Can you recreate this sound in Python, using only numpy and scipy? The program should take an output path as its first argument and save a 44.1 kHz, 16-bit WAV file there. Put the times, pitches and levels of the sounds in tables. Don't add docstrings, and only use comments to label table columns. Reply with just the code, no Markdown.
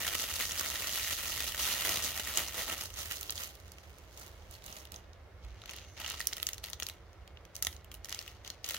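import sys
import numpy as np
from scipy import signal
from scipy.fft import rfft, irfft, next_fast_len
from scipy.io import wavfile
from scipy.ndimage import uniform_filter1d, map_coordinates

SR = 44100
rng = np.random.default_rng(int(sys.argv[2]) if len(sys.argv) > 2 else 0)


def unload_audio(sound):
    columns = np.transpose(np.atleast_2d(sound))
    steps = np.round(np.clip(columns, -1, 1) * 32767)
    wavfile.write(sys.argv[1], SR, steps.astype(np.int16))


def volts(x):
    e = np.asarray(x, float) / 20
    return 10 ** e


N = 387198


def along(points, hz):
    f, value = np.transpose(points)
    return np.interp(np.log(hz + 1), np.log(f + 1), value)


def wobble(rate, s):
    knots = rng.standard_normal(2000)
    return map_coordinates(knots, [s * rate])


# (frequency [Hz], likeness [0-1])
LIKENESS = [(60, .985), (260, .9), (600, .68), (1500, .72), (5500, .06)]


def paired(a, b, hz):
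    turn = np.arccos(np.clip(along(LIKENESS, hz), 0, 1)) / 2
    shared, apart = np.cos(turn) * a, np.sin(turn) * b
    return np.array([shared + apart, shared - apart])


# (time [s], held [s], rustle level [dB], body [dB])
BAG_TUGS = [(0.0, 0.15, -36.5, -15), (.2, 0.018, -34, -18.5), (.29, 0.1, -38.5, -15),
            (.4, 0.029, -34.5, -18), (.48, 0.057, -40, -17), (.58, 0.024, -36, -18), (.65, .3, -37.5, -14),
            (0.948, 0.19, -35.5, -21), (1.2, .3, -37.5, -16), (1.6, 0.13, -32, -16),
            (1.78, 0.084, -35.5, -14), (1.866, 0.091, -34, -10), (2.03, 0.035, -33, -15),
            (2.16, 0.042, -39, -15), (2.27, 0.039, -38, -14), (2.373, 0.017, -32, -12),
            (2.48, 0.03, -43.5, -14), (2.57, 0.04, -35.5, -11.5), (2.69, 0.031, -37, -9),
            (2.8, .02, -41, -15), (2.98, 0.039, -40, -12.5), (3.11, 0.029, -39, -18), (3.2, 0.17, -50, -9),
            (3.388, 0.039, -41.5, -14.5), (3.55, .5, -62, -12), (4.1, .05, -61, -16),
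            (4.18, 0.071, -53, -5), (4.27, .2, -63, -7), (4.53, 0.0061, -53, -12), (4.66, 0.13, -51.5, -7),
            (4.94, 0.0072, -55, 0)]
# (time [s], held [s], rustle level [dB], sheen [dB])
WRAPPER_SQUEEZES = [(5.42, .24, -61, -20), (5.682, 0.1, -48.5, -19), (5.8, .17, -67, 13),
                    (5.974, 0.01, -45, -19), (6.002, 0.14, -43, -14), (6.198, 0.0067, -47, -4),
                    (6.3, .22, -53, -4.5), (6.638, 0.028, -49, -8), (6.8, 0.1, -57.5, -2),
                    (7.55, .02, -57.5, -1), (7.64, 0.074, -57, 2), (7.92, 0.025, -64, 11),
                    (8.045, 0.018, -59, -1), (8.09, 0.12, -50, -10), (8.25, 0.053, -54.5, -14),
                    (8.449, 0.012, -49.5, -14), (8.65, 0.1, -43.5, -8)]


def hands(s):
    tug_rise_db_s, tug_fall_db_s, tug_sheen_db = 300, 159, -7.5
    squeeze_rise_db_s, squeeze_fall_db_s, squeeze_body_db = 904, 135, -13
    rest_db, rest_body_db, rest_sheen_db = -69, 0, -40.5

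    start, held, db, colour_db = np.transpose(BAG_TUGS + WRAPPER_SQUEEZES)[..., None]
    bag = np.arange(len(start))[:, None] < len(BAG_TUGS)
    rise = np.where(bag, tug_rise_db_s, squeeze_rise_db_s)
    fall = np.where(bag, tug_fall_db_s, squeeze_fall_db_s)
    early = np.maximum(start - s, 0)
    late = np.maximum(s - start - held, 0)
    power = volts(db - rise * early - fall * late) ** 2
    rest = volts(rest_db) ** 2
    total = power.sum(0) + rest

    bodies_db = np.where(bag, colour_db, squeeze_body_db)
    sheens_db = np.where(bag, tug_sheen_db, colour_db)
    body_db = (np.sum(power * bodies_db, 0) + rest * rest_body_db) / total
    sheen_db = (np.sum(power * sheens_db, 0) + rest * rest_sheen_db) / total
    stiff = np.sum(power * ~bag, 0) / total
    return 10 * np.log10(total), body_db, sheen_db, stiff


def rustle(count, spread_db, clump_db):
    stiff_db = 2.2
    draw = rng.random((count, 4))
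    slot = np.clip(np.arange(count) + 4 * draw[:, 0] - 2, 0, count)
    s = slot * (N - 1) / count / SR
    level_db, body_db, sheen_db, stiff = hands(s)

    chance_db = -(spread_db + stiff_db * stiff) * np.log(1 - .99 * draw[:, 1])
    size = volts(chance_db + clump_db * wobble(50, s))
    size /= np.sqrt(uniform_filter1d(size ** 2, size=40))
    db = level_db + 20 * np.log10(size) + 10 * np.log10(N / count) + 4.0

    drift = .17 * (1 - stiff / 2) * wobble(25, s)
    panel_hz = 1200 * 6 ** np.clip(.28 + drift + .5 * draw[:, 2], 0, 1)
    t60 = .003 + .011 * draw[:, 3] ** 2
    return buckles(s, db, panel_hz, body_db + 12.5, sheen_db + 5.5, t60, rise=0.0036, ring=1.3, creep_db=-3.5)


# (time [s], level [dB], panel [Hz])
BAG_FOLDS = [(0.022, -26, 3570), (0.0657, -18.5, 1500), (0.0776, -16.5, 3200), (0.1499, -15, 2600),
             (0.286, -29, 2226), (0.3375, -20, 7300), (0.4065, -19, 1920), (0.423, -24, 4650),
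             (0.5175, -22, 6370), (0.6085, -17.5, 1340), (0.659, -22, 1890), (0.6995, -23, 6850),
             (0.82, -24, 2560), (0.8463, -33, 3830), (0.87, -19.5, 5000), (0.9806, -42, 2660),
             (1.122, -21.5, 3200), (1.375, -22, 1880), (1.5194, -23.5, 2830), (1.545, -23, 1940),
             (1.891, -14, 5680), (2.175, -21, 4500), (2.372, -11.5, 6500), (2.589, -29, 3040),
             (2.638, -33, 6240), (2.809, -25, 5240), (2.835, -25, 9700), (2.855, -26.5, 5300),
             (2.939, -33.5, 6550), (3.1102, -22.5, 2300),
             (0.047, -21.5, 1930), (0.1044, -35.5, 3200), (0.1327, -29.5, 2260), (0.177, -33.5, 3280),
               (0.196, -21, 3160), (0.2381, -21.5, 2640), (0.3107, -25, 2830), (0.391, -26.5, 6650),
               (0.4524, -21.5, 5760), (0.4923, -25, 1870), (0.5543, -25, 2760), (0.5941, -16, 6350),
               (0.6314, -28.5, 1890), (0.9145, -29, 4800), (0.973, -23, 2950), (1.0437, -26, 2030),
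               (1.1076, -17, 2860), (1.1266, -20, 3130), (1.186, -23.5, 1273), (1.2336, -25, 1950),
               (1.275, -27, 1830), (1.2953, -23, 1310), (1.3194, -23.5, 2620), (1.4034, -18, 2680),
               (1.4412, -22, 3200), (1.476, -26, 3160), (1.5938, -20.5, 3180), (1.6764, -38, 2680),
               (1.8488, -15.5, 1900), (1.8616, -29, 3000), (1.9183, -20, 2870), (1.9567, -18.5, 4000),
               (1.9696, -19, 3300), (2.0207, -28.5, 2690), (2.1156, -28.5, 3610), (2.142, -28, 3980),
               (2.1957, -19.5, 2800), (2.2476, -26.5, 7140), (2.2714, -26, 1840), (2.357, -24, 6740),
               (2.4635, -31, 2840), (2.5225, -32, 3060), (2.557, -37.5, 1430), (2.6964, -21, 2880),
               (2.7787, -27, 6160), (2.902, -33.5, 3050), (2.9677, -35, 6040), (3.0559, -26, 4700),
               (3.4335, -23, 6330), (3.4722, -34, 6710), (3.4894, -41, 6890), (3.599, -44, 4160),
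               (3.6556, -50, 1100), (3.6654, -52, 2180), (3.8314, -48, 1890), (3.8944, -50, 2010)]
# (time [s], level [dB], panel [Hz], sheen [dB])
LAY_DOWN_SNAPS = [(3.209, -36, 5770, 1), (3.228, -34.5, 4080, -2), (3.294, -25.5, 4350, -40),
                  (3.3036, -31.5, 6000, 2), (3.3212, -33, 3440, -10), (3.354, -36, 6590, -6),
                  (3.3768, -30, 3340, -17), (3.4413, -43, 6870, 2), (3.551, -50, 4870, -1),
                  (3.678, -48, 1240, -10), (3.717, -45, 5260, -1), (3.782, -43, 2670, -17.5),
                  (3.835, -49, 1940, -28), (3.901, -52, 3100, -9), (3.9826, -54, 6550, 3),
                  (4.173, -43, 6760, -6), (4.195, -50, 6120, 5), (4.262, -47, 4090, -5),
                  (4.509, -49, 6140, 4), (4.538, -45, 4000, -5), (4.55, -42, 4600, -29),
                  (4.62, -47, 3300, -20), (4.639, -45, 2240, -5), (4.6607, -44, 6590, 1),
                  (4.678, -46, 3050, -17), (4.725, -40, 5800, -12), (4.765, -40, 6000, -13),
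                  (4.8, -50, 5500, -6), (4.851, -44, 3360, -3), (4.8703, -48.5, 1430, -18),
                  (4.918, -40, 4740, -2), (4.9406, -37.5, 3600, -16), (4.959, -37, 6400, -21),
                  (5.1305, -49, 4080, -20), (5.447, -49, 2480, -13)]
# (time [s], level [dB], panel [Hz], sheen [dB])
FINGER_SNAPS = [(5.6162, -42.5, 3520, -19), (5.6355, -44, 1380, -24), (5.6563, -38.5, 3480, -12),
                (5.6919, -33.5, 2720, -23), (5.6972, -40, 2860, -10), (5.709, -43, 6070, 0),
                (5.733, -39, 2250, -8), (5.762, -44.5, 4610, 0), (5.785, -46, 2970, -23),
                (5.9768, -43, 3680, -21), (5.999, -50, 2310, 11), (6.014, -42, 3000, -26),
                (6.043, -30, 2880, -25), (6.0607, -28.5, 3150, -19), (6.076, -36, 6120, -4.5),
                (6.089, -35, 3050, -11), (6.0984, -29, 7040, -8), (6.106, -29.5, 2670, -29),
                (6.1167, -32.5, 4620, -11.5), (6.1393, -36.5, 1180, -32), (6.178, -39, 6240, -27)]
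# (time [s], level [dB], panel [Hz], sheen [dB])
PULL_APART_SNAPS = [(6.1934, -38, 6700, -8.5), (6.202, -26, 1930, -11), (6.2108, -30, 4570, -11),
                    (6.269, -22.5, 5730, 0), (6.287, -40, 1400, -25), (6.3266, -29.5, 1900, -28),
                    (6.3301, -25.5, 4440, -14), (6.366, -33, 3070, -6), (6.379, -35, 2010, -8),
                    (6.398, -35, 3600, -15), (6.4271, -26, 3260, -2.5), (6.4663, -18, 7600, -15),
                    (6.487, -29, 2900, -4.5), (6.531, -30, 5970, -11), (6.542, -42, 6000, -3),
                    (6.579, -38, 3660, -7), (6.6385, -30, 3940, -7), (6.647, -39, 4390, -10),
                    (6.658, -42, 2860, -1), (6.683, -38.5, 2060, -25), (6.698, -46, 5640, 7),
                    (6.7301, -28.5, 4130, -10), (6.798, -29, 3500, -8), (6.822, -25, 2940, -20),
                    (6.829, -29.5, 6160, -9), (6.865, -31.5, 4470, -7), (6.885, -35, 2820, -1),
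                    (6.896, -32.5, 4100, -12)]
# (time [s], level [dB], panel [Hz], sheen [dB])
TILT_SNAPS = [(7.129, -52.5, 6070, -12), (7.275, -44.5, 2840, -15), (7.3703, -46.5, 2880, -50),
              (7.45, -45.5, 2780, -12), (7.552, -35.5, 6040, -7), (7.5624, -34.5, 4970, -5),
              (7.6231, -23.5, 5240, 1), (7.6297, -33, 6500, -13), (7.647, -24, 6460, -11),
              (7.6672, -20.5, 2750, -8.5), (7.7258, -40, 4470, -15), (7.763, -41, 6460, -31),
              (7.8434, -51, 2840, -1), (7.914, -39.5, 2820, -9), (7.94, -41.5, 2800, 1),
              (7.9477, -46, 3770, -5), (8.044, -34, 5840, -10), (8.054, -40, 3300, -5),
              (8.0847, -43, 1760, -5), (8.092, -33.5, 6450, -8), (8.103, -39, 5080, -10),
              (8.124, -25, 2750, -15), (8.1444, -29.5, 5600, -9), (8.1886, -27.5, 5030, -18),
              (8.2115, -38, 1960, -10), (8.2763, -36.5, 2860, -10)]
# (time [s], level [dB], panel [Hz], sheen [dB])
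ROLL_OVER_SNAPS = [(8.446, -40.5, 3280, -14), (8.4747, -34, 6160, -13), (8.5001, -29, 4860, -13),
                   (8.6418, -26.5, 6360, -29), (8.661, -34.5, 6160, -14), (8.6874, -32, 3830, 3),
                   (8.6954, -29, 3600, -11), (8.706, -31.5, 3260, -4), (8.7183, -37, 6000, -5),
                   (8.733, -37, 3660, -7), (8.7412, -30, 4250, -13), (8.7436, -28.5, 1900, -9),
                   (8.7647, -33, 2780, -15)]


def snaps():
    s, db, hz = np.transpose(BAG_FOLDS)
    flat = np.zeros(len(s))
    folds = buckles(s - .0008, db + 14.5, hz, flat, flat - 1.5, flat + .018,
                    rise=0.00082, ring=2.2, creep_db=-5)

    events = LAY_DOWN_SNAPS + FINGER_SNAPS + PULL_APART_SNAPS + TILT_SNAPS + ROLL_OVER_SNAPS
    s, db, hz, sheen_db = np.transpose(events)
    t60 = np.full(len(s), .0075)
    body_db = -3 - 5 * np.log2(hz / 1500)
    sharp = buckles(s, db + 23, hz, body_db, sheen_db + 4, t60, rise=0.0045, ring=1.9, creep_db=-12)
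    return folds + sharp


# (time [s], left-right level [dB], left delay [samples])
HAND_PLACE = [(0, 1.5, 1), (2.5, 1.5, -0.5), (3.2, 0, 8), (4.2, 0, 10.5), (5.099, -.4, 14), (5.6, 2, 0),
              (6.3, .3, 1), (6.7, 3.5, 2), (7.2, 2.5, -5.5), (7.8, .5, -0.5), (8.2, 3.5, -2.5),
              (8.78, 4, -3.5)]


def buckles(s, db, panel_hz, body_db, sheen_db, t60, rise, ring, creep_db):
    grain, creep_s = 512, .002
    t, hz = np.arange(grain) / SR, np.fft.rfftfreq(grain, 1 / SR)

    after = (t - creep_s) / t60[:, None]
    flip = volts(-60 * after)
    flutter = volts(-11 - 16 * after)
    creep = volts(creep_db) * np.exp((t - creep_s) / rise) * (t / creep_s)
    shape = np.where(t < creep_s, creep, flip + flutter) * np.cos(np.pi / 2 * t / t[-1])
    burst = rng.standard_normal((len(s), 2, grain)) * shape[:, None]
    burst /= np.linalg.norm(burst, axis=2)[..., None]

    centre = panel_hz[:, None]
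    width = centre / 4
    panel = 1 + ring * 1j * hz * width / (centre ** 2 - hz ** 2 + 1j * hz * width)
    low = 1 / (1 + (hz / (centre / 4 + 600)) ** 4)
    high = 1 / (1 + (7500 / (hz + 1)) ** 8)
    slope = volts(body_db[:, None] * low + sheen_db[:, None] * high)

    when, pan_db, delay = np.transpose(HAND_PLACE)
    pan = np.interp(s, when, pan_db)[:, None]
    late = np.interp(s, when, delay)[:, None]
    lean = volts(pan / 2) * np.exp(-1j * np.pi * hz / SR * late)

    left_right = paired(*np.moveaxis(rfft(burst), 1, 0), hz)
    rows = irfft(left_right * panel * slope * [lean, 1 / lean], grain)
    rows *= (volts(db) / np.sqrt(np.mean(np.abs(panel) ** 2, 1)))[:, None]
    at = (np.round(s * SR).astype(int)[:, None] + np.arange(grain)).ravel()
    return np.array([np.bincount(at, side.ravel(), N + SR)[:N] for side in rows])


# (frequency [Hz], level [dB per Hz])
FILM_COLOUR = [(88, -36), (150, -5), (429, -6.5), (899, -5), (2300, -4), (5200, -4.5), (8000, -5.5),
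               (15700, -2.5)]
# (frequency [Hz], width [Hz], lift [dB])
CORNER_RESONANCES = [(614, 170, 5.5), (1310, 183, 5.5), (1660, 215, -4), (1884, 190, 6), (2360, 220, -1),
                     (2870, 200, 4.5), (3200, 120, 2.5), (4000, 910, 1), (6390, 1100, 5), (11600, 2400, 2)]


def coloured(x):
    m = next_fast_len(N + SR // 2)
    hz = np.fft.rfftfreq(m, 1 / SR)
    lift_db = sum(db / (1 + (2 * (hz - c) / w) ** 2) for c, w, db in CORNER_RESONANCES)
    cepstrum = irfft(np.log(volts(along(FILM_COLOUR, hz) + lift_db) + 1e-6), m)
    cepstrum[1:m // 2] *= 2
    cepstrum[m // 2 + 1:] = 0
    return irfft(rfft(x, m) * np.exp(rfft(cepstrum)), m)[..., :N]


# (time [s], length [s], level [dB], centre [Hz], width [Hz])
THUMB_SLIDE = (5.55, 0.6, -65, 6200, 700)


def slide():
    start, length, db, centre_hz, width_hz = THUMB_SLIDE
    hz, s = np.fft.rfftfreq(N, 1 / SR), np.arange(N) / SR
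    band = 1 / (1 + (2 * (hz - centre_hz) / width_hz) ** 2)
    hiss = irfft(rfft(rng.standard_normal((2, N))) * band, N)
    swell = np.sin(np.pi * np.clip((s - start) / length, 0, 1))
    return volts(db) * hiss / hiss.std() * swell


# (time [s], peak level [dB], frequency [Hz])
TABLE_KNOCKS = [
    (1.88, -46, 99.8),
    (5.443, -35.5, 57.8),
]


def thuds():
    start, db, hz = np.transpose(TABLE_KNOCKS)[..., None]
    t = np.maximum(np.arange(N) / SR - start, 0)
    push = volts(-60 * t / .45) * (1 - np.exp(-t / .02))
    return np.sum(volts(db) * push * np.sin(2 * np.pi * hz * t), 0)


# (frequency [Hz], t60 [s])
ROOM_DECAY = [(300, 0.06), (3000, 0.19), (12000, 0.12)]


def room(x, count):
    hz, t, z = signal.stft(rng.standard_normal((2, count, SR // 3)), SR, nperseg=256)
    decay = volts(-60 * t / along(ROOM_DECAY, hz)[:, None])
    tails = signal.istft(paired(*z, hz[:, None]) * decay, SR, nperseg=256)[1]
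    place = np.arange(N) * 8 // SR % count
    wet = 0
    for k in range(count):
        tail = tails[:, k] / np.linalg.norm(tails[:, k])
        wet = wet + signal.fftconvolve((x.sum(0) * (place == k))[None], tail, axes=1)
    return np.pad(wet, ((0, 0), (200, 0)))[:, :N]


# (frequency [Hz], width [Hz], level [dB])
FAN_TONES = [(183, 12, -76), (2175, 25, -79.5)]


def whine():
    s = np.arange(N) / SR
    return sum(volts(db) * (1 + wobble(width_hz, s)) * np.sin(2 * np.pi * hz * s)
               for hz, width_hz, db in FAN_TONES)


# (time [s], level [dB])
HUM_LEVEL = [
    (0.0, -52.5),
    (1.69, -52.5),
    (5.38, -54.5),
    (5.48, -46.5),
    (5.62, -54),
    (8.78, -55),
]
# (frequency [Hz], level [dB per Hz])
AIR_COLOUR = [(15, -34.5), (25, -10.5), (78, 0.5), (140, -19.5), (194, -25), (234, -28), (324, -21.5),
              (555, -20.5), (977, -26.5), (2140, -31), (2440, -35.5), (6630, -47), (8220, -52),
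              (15700, -52.5)]


def air():
    hz, s = np.fft.rfftfreq(N, 1 / SR), np.arange(N) / SR
    a, b = rfft(rng.standard_normal((2, N))) * volts(along(AIR_COLOUR, hz))
    both = paired(a, b, hz) / np.sqrt(np.mean(irfft(a, N) ** 2))
    bass = 1 / (1 + (hz / 118) ** 8)
    when, hum_db = np.transpose(HUM_LEVEL)
    swell = volts(np.interp(s, when, hum_db - np.median(hum_db)))
    hum, hiss = irfft(both * bass, N), irfft(both * (1 - bass), N)
    return volts(-54 + 1.54) * (swell * hum + hiss)


def scene():
    film = coloured(rustle(count=6000, spread_db=1.6, clump_db=1.6) + snaps())
    wet = volts(-14) * room(film, count=5)
    return film + wet + slide() + thuds() + whine() + air()


def roll_off(x):
    return signal.sosfilt(signal.butter(12, 16990, fs=SR, output="sos"), x)


# (frequency [Hz], left-right level [dB])
MIC_TILT = [(60, -3), (240, -2.7), (950, -1.5), (3770, -1.5), (15000, -6)]


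def record(dry):
    top_hz, low_hz = 15950, 36
    hz = np.fft.rfftfreq(N, 1 / SR)
    tilt_db = along(MIC_TILT, hz)
    treble_edge = np.clip((top_hz - hz) / 250 + .5, 0, 1) ** 2
    bass_edge = 1 / (1 + (low_hz / (hz + 1)) ** 6)
    mics = volts([tilt_db / 2, -tilt_db / 2]) * treble_edge * bass_edge
    mix = irfft(rfft(dry) * mics, N)
    return roll_off(mix)


dry = scene()
out = record(dry)
unload_audio(out)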